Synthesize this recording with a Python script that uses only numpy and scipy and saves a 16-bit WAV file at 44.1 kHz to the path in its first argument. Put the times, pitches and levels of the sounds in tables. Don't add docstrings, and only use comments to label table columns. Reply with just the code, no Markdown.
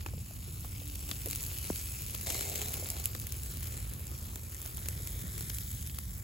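import sys
import numpy as np
from scipy import signal
from scipy.fft import rfft, irfft
from scipy.io import wavfile
from scipy.ndimage import uniform_filter1d, minimum_filter1d

SR = 44100
rng = np.random.default_rng(int(sys.argv[2]) if len(sys.argv) > 2 else 0)


def unload_audio(sound):
    columns = np.transpose(np.atleast_2d(sound))
    steps = np.round(np.clip(columns, -1, 1) * 32767)
    wavfile.write(sys.argv[1], SR, steps.astype(np.int16))


def volts(x):
    e = np.asarray(x, float) / 20
    return 10 ** e


N = 275000


def evened(x):
    return x / np.sqrt(np.mean(x ** 2) + 1e-20)


def read(points, hz, axis=1):
    table = np.transpose(points)
    return np.interp(np.log(hz + 1), np.log(table[0] + 1), table[axis], left=table[axis][0])


def curve(rows):
    s, *columns = np.transpose(rows)
    return [np.interp(np.arange(N) / SR, s, column) for column in columns]


def coloured(points, size):
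    hz = np.fft.rfftfreq(size, 1 / SR)
    inside = (hz > points[0][0]) & (hz < points[-1][0])
    spectrum = rfft(rng.standard_normal((2, size))) * volts(read(points, hz)) * inside
    return evened(irfft(spectrum, size))


# (time [s], level [dB], wetness [dB])
HEAT = [(0.0, -55.5, 1.5), (0.31, -54, -2), (0.75, -51, -3.5), (1.05, -49, -4), (1.17, -46.5, -3.5),
        (1.75, -45, -4.5), (2.2, -47, -3), (2.43, -43, .3), (2.95, -47, 0.6), (3.21, -50.5, 2.5),
        (3.65, -48, 1.5), (3.98, -51.5, 3), (4.32, -52, 1.5), (4.95, -49, 1.5), (5.4, -48, .6),
        (5.62, -47, -11), (6.24, -53, -4)]


def heat_db(s):
    return np.interp(s, *np.transpose(HEAT)[:2])


def spatter(per_s, spread_db, t60):
    strength = volts(2 * spread_db * np.minimum(rng.exponential(1, N), 2.7))
    size = strength * (rng.random(N) < per_s / SR)
    power = signal.lfilter([1], [1, -volts(-120 / (t60 * SR))], size)
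    return power / power.mean()


# (pitch [Hz], level [dB])
FIZZ = [(5500, -8), (6600, -6.5), (7600, 0), (8500, -3), (9500, -0.5), (10300, 0), (11500, 1), (13500, 0.5),
        (15500, -1.5), (16900, -8)]
HISS = [(1300, 0), (1900, -4), (2600, 1.5), (3200, -1), (4100, 0), (5200, 0.5), (6000, -7), (7000, 2)]
BOIL = [(200, -3), (350, 4), (550, -2), (820, -9), (1100, -6), (1400, -4), (1800, -7), (2400, -67)]
FLARE_COLOUR = [(300, -4), (500, 4), (750, 7), (950, -4.5), (1500, -32), (2100, 5), (2600, -1), (4000, -2),
                (5700, -2), (7500, 4.5), (12000, -6.5), (16500, -33)]
# (level at usual heat [dB], heat share [dB/dB], drift [dB/s], wetness share [dB/dB])
FOLLOW = [
    (-46, 1.01, 0.01, .01),
    (-53.8, .95, -.5, .15),
    (-59.7, 1.01, 0.01, 1.01),
]
USUAL_HEAT_DB = -49
FLARE_S, FLARE_DB, FLARE_RISE_S, FLARE_HOLD_S, FLARE_FADE_DB_PER_S = 2.235, -40, .025, .08, 19
FLARE_OUT_S, FLARE_OUT_DB_PER_S = 3.04, 120
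# (time [s], delay [ms], strength [0-1])
GRATE_ECHO = [(0, 0.45, 0.06), (1.0, 0.32, 0.33), (2.2, 0.4, 0.2), (2.3, 0.5, 0.45), (3.2, .48, 0.13),
              (4.7, 0.51, .2), (4.9, 0.545, 0.95), (6.24, 0.57, 0.7)]


def frying():
    common, t = spatter(700, 2.46, 0.011), np.arange(N) / SR
    heat, wetness = curve(HEAT)
    levels = [db + share * (heat - USUAL_HEAT_DB) + drift_db * t + wet * wetness
              for db, share, drift_db, wet in FOLLOW]
    since = t - FLARE_S
    rise_db = -45 * np.clip(1 - since / FLARE_RISE_S, 0, 3)
    fade_db = FLARE_FADE_DB_PER_S * np.maximum(since - FLARE_HOLD_S, 0)
    out_db = FLARE_OUT_DB_PER_S * np.maximum(t - FLARE_OUT_S, 0)
    levels.append(FLARE_DB + rise_db - fade_db - out_db)
    colours = FIZZ, HISS, BOIL, FLARE_COLOUR
    shared_parts = 0.36, 0.29, 0.55, 0.65
    own_parts = 0.29, 0.39, 0.38, 0.17
    bubble_t60s = 0.0014, 0.0036, 0.023, 0.0039
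    layers = []
    for level_db, colour, shared, own, t60 in zip(levels, colours, shared_parts, own_parts, bubble_t60s):
        smooth = np.clip(1 - shared - own, .02, 1)
        power = smooth + shared * common + own * spatter(500, 6.3, t60)
        layers.append(volts(level_db) * np.sqrt(power) * coloured(colour, N))
    delay_ms, strength = curve(GRATE_ECHO)
    heard_from = np.arange(N) - delay_ms * SR / 1000
    dull_hiss = uniform_filter1d(layers[1], size=7)
    echo = [np.interp(heard_from, np.arange(N), port) for port in dull_hiss]
    return sum(layers) + strength * echo


def patchy(pair, depth_db=1.5):
    hz, t, z = signal.stft(pair, SR, nperseg=512)
    across_pitch = uniform_filter1d(rng.standard_normal(z.shape[1:]), 7, axis=0)
    field = uniform_filter1d(across_pitch, 24, axis=1)
    return signal.istft(z * volts(depth_db * evened(field)), SR, nperseg=512)[1][:, :N]


def burst(colour, db, rise_s, spray_db, spray_t60):
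    t = np.arange(2048) / SR
    u = t / max(rise_s, 5e-5)
    spray = volts(spray_db - 60 * t / spray_t60) * np.minimum(u, 1)
    puff = (u * np.exp(1 - u) + spray) * coloured(colour, 2048)
    return volts(db) * puff / abs(puff).max(1, keepdims=True)


# (time [s], peak level [dB])
SNAPS = [(0.0635, -30), (1.1124, -24), (1.2595, -24), (1.2855, -24), (1.3005, -25), (1.3105, -20),
         (1.331, -25), (1.3586, -21), (2.149, -20), (2.2707, -24), (2.3017, -18), (2.3453, -20),
         (2.4084, -21), (2.557, -19), (2.7397, -21), (2.902, -18), (3.0415, -24), (3.0567, -13),
         (3.15, -25.5), (3.199, -25), (3.269, -24), (3.3223, -22), (4.358, -26), (4.6604, -25.5),
         (4.771, -25.5), (4.8858, -20), (5.073, -23), (5.4976, -23), (5.585, -22), (5.9873, -25)]
LIGHT_SNAPS = [4.069, 0.9552, 1.092, 1.3498, 1.4066, 1.4295, 1.464, 1.5855, 1.438, 1.7584, 5.3794, 4.6164,
               2.0206, 2.2114, 2.617, 2.6845, 2.888, 2.9996, 3.2162, 3.4336, 3.461, 3.571, 3.63, 3.671,
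               3.936, 4.546, 4.8584, 5.4081, 5.5468, 5.8735]
# (time [s], hiss level [dB], boil level [dB])
SPITS = [(0.062, -39, -41), (0.0858, -44, -49), (4.6557, -43, -56), (1.0912, -42, -46), (1.1133, -30, -40),
         (1.3309, -37, -55), (1.7001, -39, -43), (1.76, -39, -57), (5.8975, -42, -58), (5.409, -42, -50),
         (2.1465, -38, -49), (2.2705, -35, -42), (2.304, -33, -40), (2.3496, -39, -40), (2.4098, -32, -47),
         (2.6163, -35, -49), (2.7415, -37, -53), (2.8589, -39, -51), (2.8894, -40, -50), (2.9662, -41, -49),
         (0.647, -46, -49), (3.15, -37.5, -43.5), (0.0085, -41, -62), (4.3575, -45, -49), (4.78, -43, -48),
         (4.8584, -40, -49), (4.8864, -37, -49.5), (5.38, -45, -52), (5.5003, -34, -51), (5.985, -39, -49)]
LIGHT_OVER_HEAT_DB, FAINT_OVER_HEAT_DB, FAINT_SPREAD_DB = 21, 15, 3
FAINT_COUNT, SNAP_RISE_S = 80, .00034


def crackles():
    out = np.zeros((2, N + 2048))
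    when, size = rng.random((FAINT_COUNT, 2)).T
    faint = [(s, heat_db(s) + FAINT_OVER_HEAT_DB + FAINT_SPREAD_DB * (2 * u - 1))
             for s, u in zip(when * N / SR, size)]
    light = [(s, heat_db(s) + LIGHT_OVER_HEAT_DB) for s in LIGHT_SNAPS]
    for s, db in SNAPS + light + faint:
        edge = burst(FIZZ, db + 1.4, SNAP_RISE_S, -18, 0.055)
        body = burst(HISS, db - 10, SNAP_RISE_S, -18, 0.05)
        out[:, round(s * SR):][:, :2048] += edge + body
    for s, hiss_db, boil_db in SPITS:
        bright = burst(HISS, hiss_db + 6, .0004, -13, 0.06)
        low = burst(BOIL, boil_db + 8.5, 0.0015, -13, 0.066)
        out[:, round(s * SR):][:, :2048] += bright + low
    return out[:, :N]


# (pitch [Hz], likeness [0-1], left over right [dB], left's lead [turns])
PORTS = [(199, 1, -2, 0.054), (780, 0.63, 1, 0.15), (1300, 0.67, 2.4, 0.31), (2270, 0.51, 4, 0.99),
         (4150, 0.87, 5, 0.86), (5830, 0.02, 4.5, 1.14), (6170, 1, 10, 1.22)]
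COMB_HZ, COMB_STEP_HZ = 6900, 4330


def ports(pair, treble_same=1):
    hz = np.fft.rfftfreq(N, 1 / SR)
    a, b = rfft(pair)
    treble = hz > PORTS[-1][0]
    same = np.where(treble, treble_same, np.clip(read(PORTS, hz), 0, 1))
    lead = np.where(treble, (COMB_HZ - hz) / COMB_STEP_HZ, read(PORTS, hz, axis=3))
    tilt = volts(np.where(treble, 0, read(PORTS, hz, axis=2) / 2))
    left = a * tilt * np.exp(2j * np.pi * lead)
    right = (same * a + np.sqrt(1 - same ** 2) * b) / tilt
    return irfft([left, right], N)


# (time [s], peak level [dB], pitch [Hz], time to fall 60 dB [s], left over right [dB])
POPS = [(0.062, -30, 800, 0.012, -4), (0.0628, -36, 2230, 0.01, 11), (0.136, -39, 503, 0.023, 1),
        (0.178, -45, 457, 0.021, -0.5), (0.309, -46, 620, 0.026, 6), (0.478, -48, 380, 0.055, 1.0),
        (0.645, -41.5, 740, 0.021, -0.5), (0.817, -42, 494, 0.019, -1.0), (1.1139, -30, 3370, 0.02, 6),
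        (1.258, -36.5, 345, 0.04, 2), (1.265, -40, 560, 0.03, 2), (1.272, -37.5, 455, 0.045, 4),
        (1.702, -39, 600, 0.02, 0.1), (2.617, -37, 2760, 0.015, 7), (2.826, -35.5, 525, 0.027, 1.5),
        (3.571, -39, 260, 0.03, 1), (4.5494, -50, 1850, 0.03, 3.5), (4.657, -49, 654, 0.037, 3),
        (5.001, -45, 440, 0.038, -6), (5.24, -36, 191, 0.059, -2.0), (5.9853, -43, 1700, 0.012, -5)]


def pops():
    out, t = np.zeros((2, N + 4096)), np.arange(4096) / SR
    for s, db, hz, t60, pan_db in POPS:
        turns = hz * (.93 * t + .3 * .003 * (1 - np.exp(-t / .003)))
        size = volts(db + 1.0 - 60 * t / max(t60, .004)) * (1 - np.exp(-t / 0.0004))
        pop = size * np.sin(2 * np.pi * turns)
        out[:, round(s * SR):][:, :4096] += pop * volts([[pan_db / 2], [-pan_db / 2]])
    return out[:, :N]


# (time [s], peak level [dB], first pitch [Hz], last pitch [Hz],
# slide [s], hold [s], time to fall 60 dB [s])
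THUMP = (1.7014, -24, 950, 150, .0022, .0045, .022)


def thump():
    s, db, first_hz, last_hz, slide_s, hold_s, t60 = THUMP
    t = np.maximum(np.arange(N) / SR - s, 0)
    turns = last_hz * t + (first_hz - last_hz) * slide_s * (1 - np.exp(-t / slide_s))
    size = (1 - np.exp(-t / .001)) * volts(db - 60 * np.maximum(t - hold_s, 0) / t60)
    return -size * np.sin(2 * np.pi * turns) * volts([[1.], [-1.]])


# (time [s], level [dB])
RUMBLE = [(0.0, -42), (0.17, -38), (0.31, -48), (0.36, -42), (2.38, -43), (3.92, -40), (4.64, -46),
          (4.88, -40), (6.24, -42)]
# (pitch [Hz], level [dB per Hz])
RUMBLE_COLOUR = [(18, -52), (30, -16.5), (54, 0), (75, 1.5), (102, -2), (240, -21), (310, -40), (530, -120)]
# (pitch [Hz], likeness [0-1])
RUMBLE_SAME = [(60, 0.97), (140, 1), (250, 0.61), (500, 0.74), (1000, 0.13)]
# (pitch [Hz], level [dB])
WASH = [(150, -9), (220, 0.5), (300, -0.5), (420, -7), (600, -13), (1200, -14), (2000, -29)]


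def rumble():
    hz = np.fft.rfftfreq(N, 1 / SR)
    deep = coloured(RUMBLE_COLOUR, N)
    steady = deep / np.sqrt(uniform_filter1d(deep[0] ** 2, 6000) + 0.27)
    deep = steady * volts(curve(RUMBLE)[0] + 1.5)
    bass_cut = signal.butter(4, 34, "high", fs=SR, output="sos")
    deep = signal.sosfilt(bass_cut, deep)
    a, b = rfft(deep + volts(-61) * coloured(WASH, N))
    same = np.clip(read(RUMBLE_SAME, hz), 0, 1)
    return irfft([a, same * a + np.sqrt(1 - same ** 2) * b], N) * volts([[-.55], [.55]])


# (start [s], length [s], first pitch [Hz], last pitch [Hz], level [dB])
HUMS = [
    (.6, .85, 286, 294, -57),
    (2.25, .5, 382, 436, -51),
    (4.1, .5, 225, 218.3, -55),
    (4.6, .5, 389, 392, -68),
    (5.55, .68, 172, 177, -56),
]
HUM_FADE_S, HUM_PAN_DB_PER_OCTAVE = .08, -14


def hums():
    out, t = np.zeros((2, N)), np.arange(N) / SR
    waver = evened(uniform_filter1d(rng.standard_normal((2, N)), 3000))
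    for s, length, first_hz, last_hz, level_db in HUMS:
        hz = np.interp(t, [s, s + length], [first_hz, last_hz])
        fade = np.clip(np.minimum(t - s, s + length - t) / HUM_FADE_S, 0, 1)
        pan_db = HUM_PAN_DB_PER_OCTAVE * np.log2(first_hz / 190)
        turns = np.cumsum(hz * (1 + 0.0083 * waver[0])) / SR
        tone = np.sin(2 * np.pi * turns) * volts(level_db + 2.9 * waver[1])
        out += fade * tone * volts(np.array([[min(pan_db, 0)], [-max(pan_db, 0)]]))
    return out


def scene():
    near = ports(patchy(frying())) + ports(crackles(), treble_same=.75)
    return near + pops() + thump() + rumble() + hums()


def thin_stereo(x, weak_db=-6.0, side_top_hz=14600, top_hz=15900):
    hz, t, z = signal.stft([x[0] + x[1], x[0] - x[1]], SR, nperseg=1024, noverlap=768)
    band = np.arange(len(hz)) // 8
    power = np.add.reduceat(abs(z) ** 2, np.arange(0, len(hz), 8), axis=1)
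    power = uniform_filter1d(power, 5)[:, band]
    ragged_db = 1.3 * evened(uniform_filter1d(rng.standard_normal(power.shape), 6))[:, band]
    power = power * volts(2 * ragged_db)
    weak = (power < volts(2 * weak_db) * power[::-1]) & (hz[:, None] > 6200)
    weak |= (power < volts(2 * -8.5) * power[::-1]) & (hz[:, None] > 1900)
    weak[1, hz > side_top_hz] = True
    treble = uniform_filter1d(np.diff(x[0], prepend=0) ** 2, 64)
    jump = treble / uniform_filter1d(treble, 2048, origin=900)
    jump = np.interp(t * SR, np.arange(N), -minimum_filter1d(-jump, 1000))
    calm = jump < 7.5
    z[:, hz > top_hz] *= jump > 45
    both, apart = signal.istft(z * ~(weak & calm), SR, nperseg=1024, noverlap=768)[1][:, :N]
    return np.array([both + apart, both - apart]) / 2


def top_cut(x):
    return signal.sosfilt(signal.butter(12, 16990, fs=SR, output="sos"), x)


def record(dry):
    mix = thin_stereo(dry)
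    return top_cut(mix)


dry = scene()
out = record(dry)
unload_audio(out)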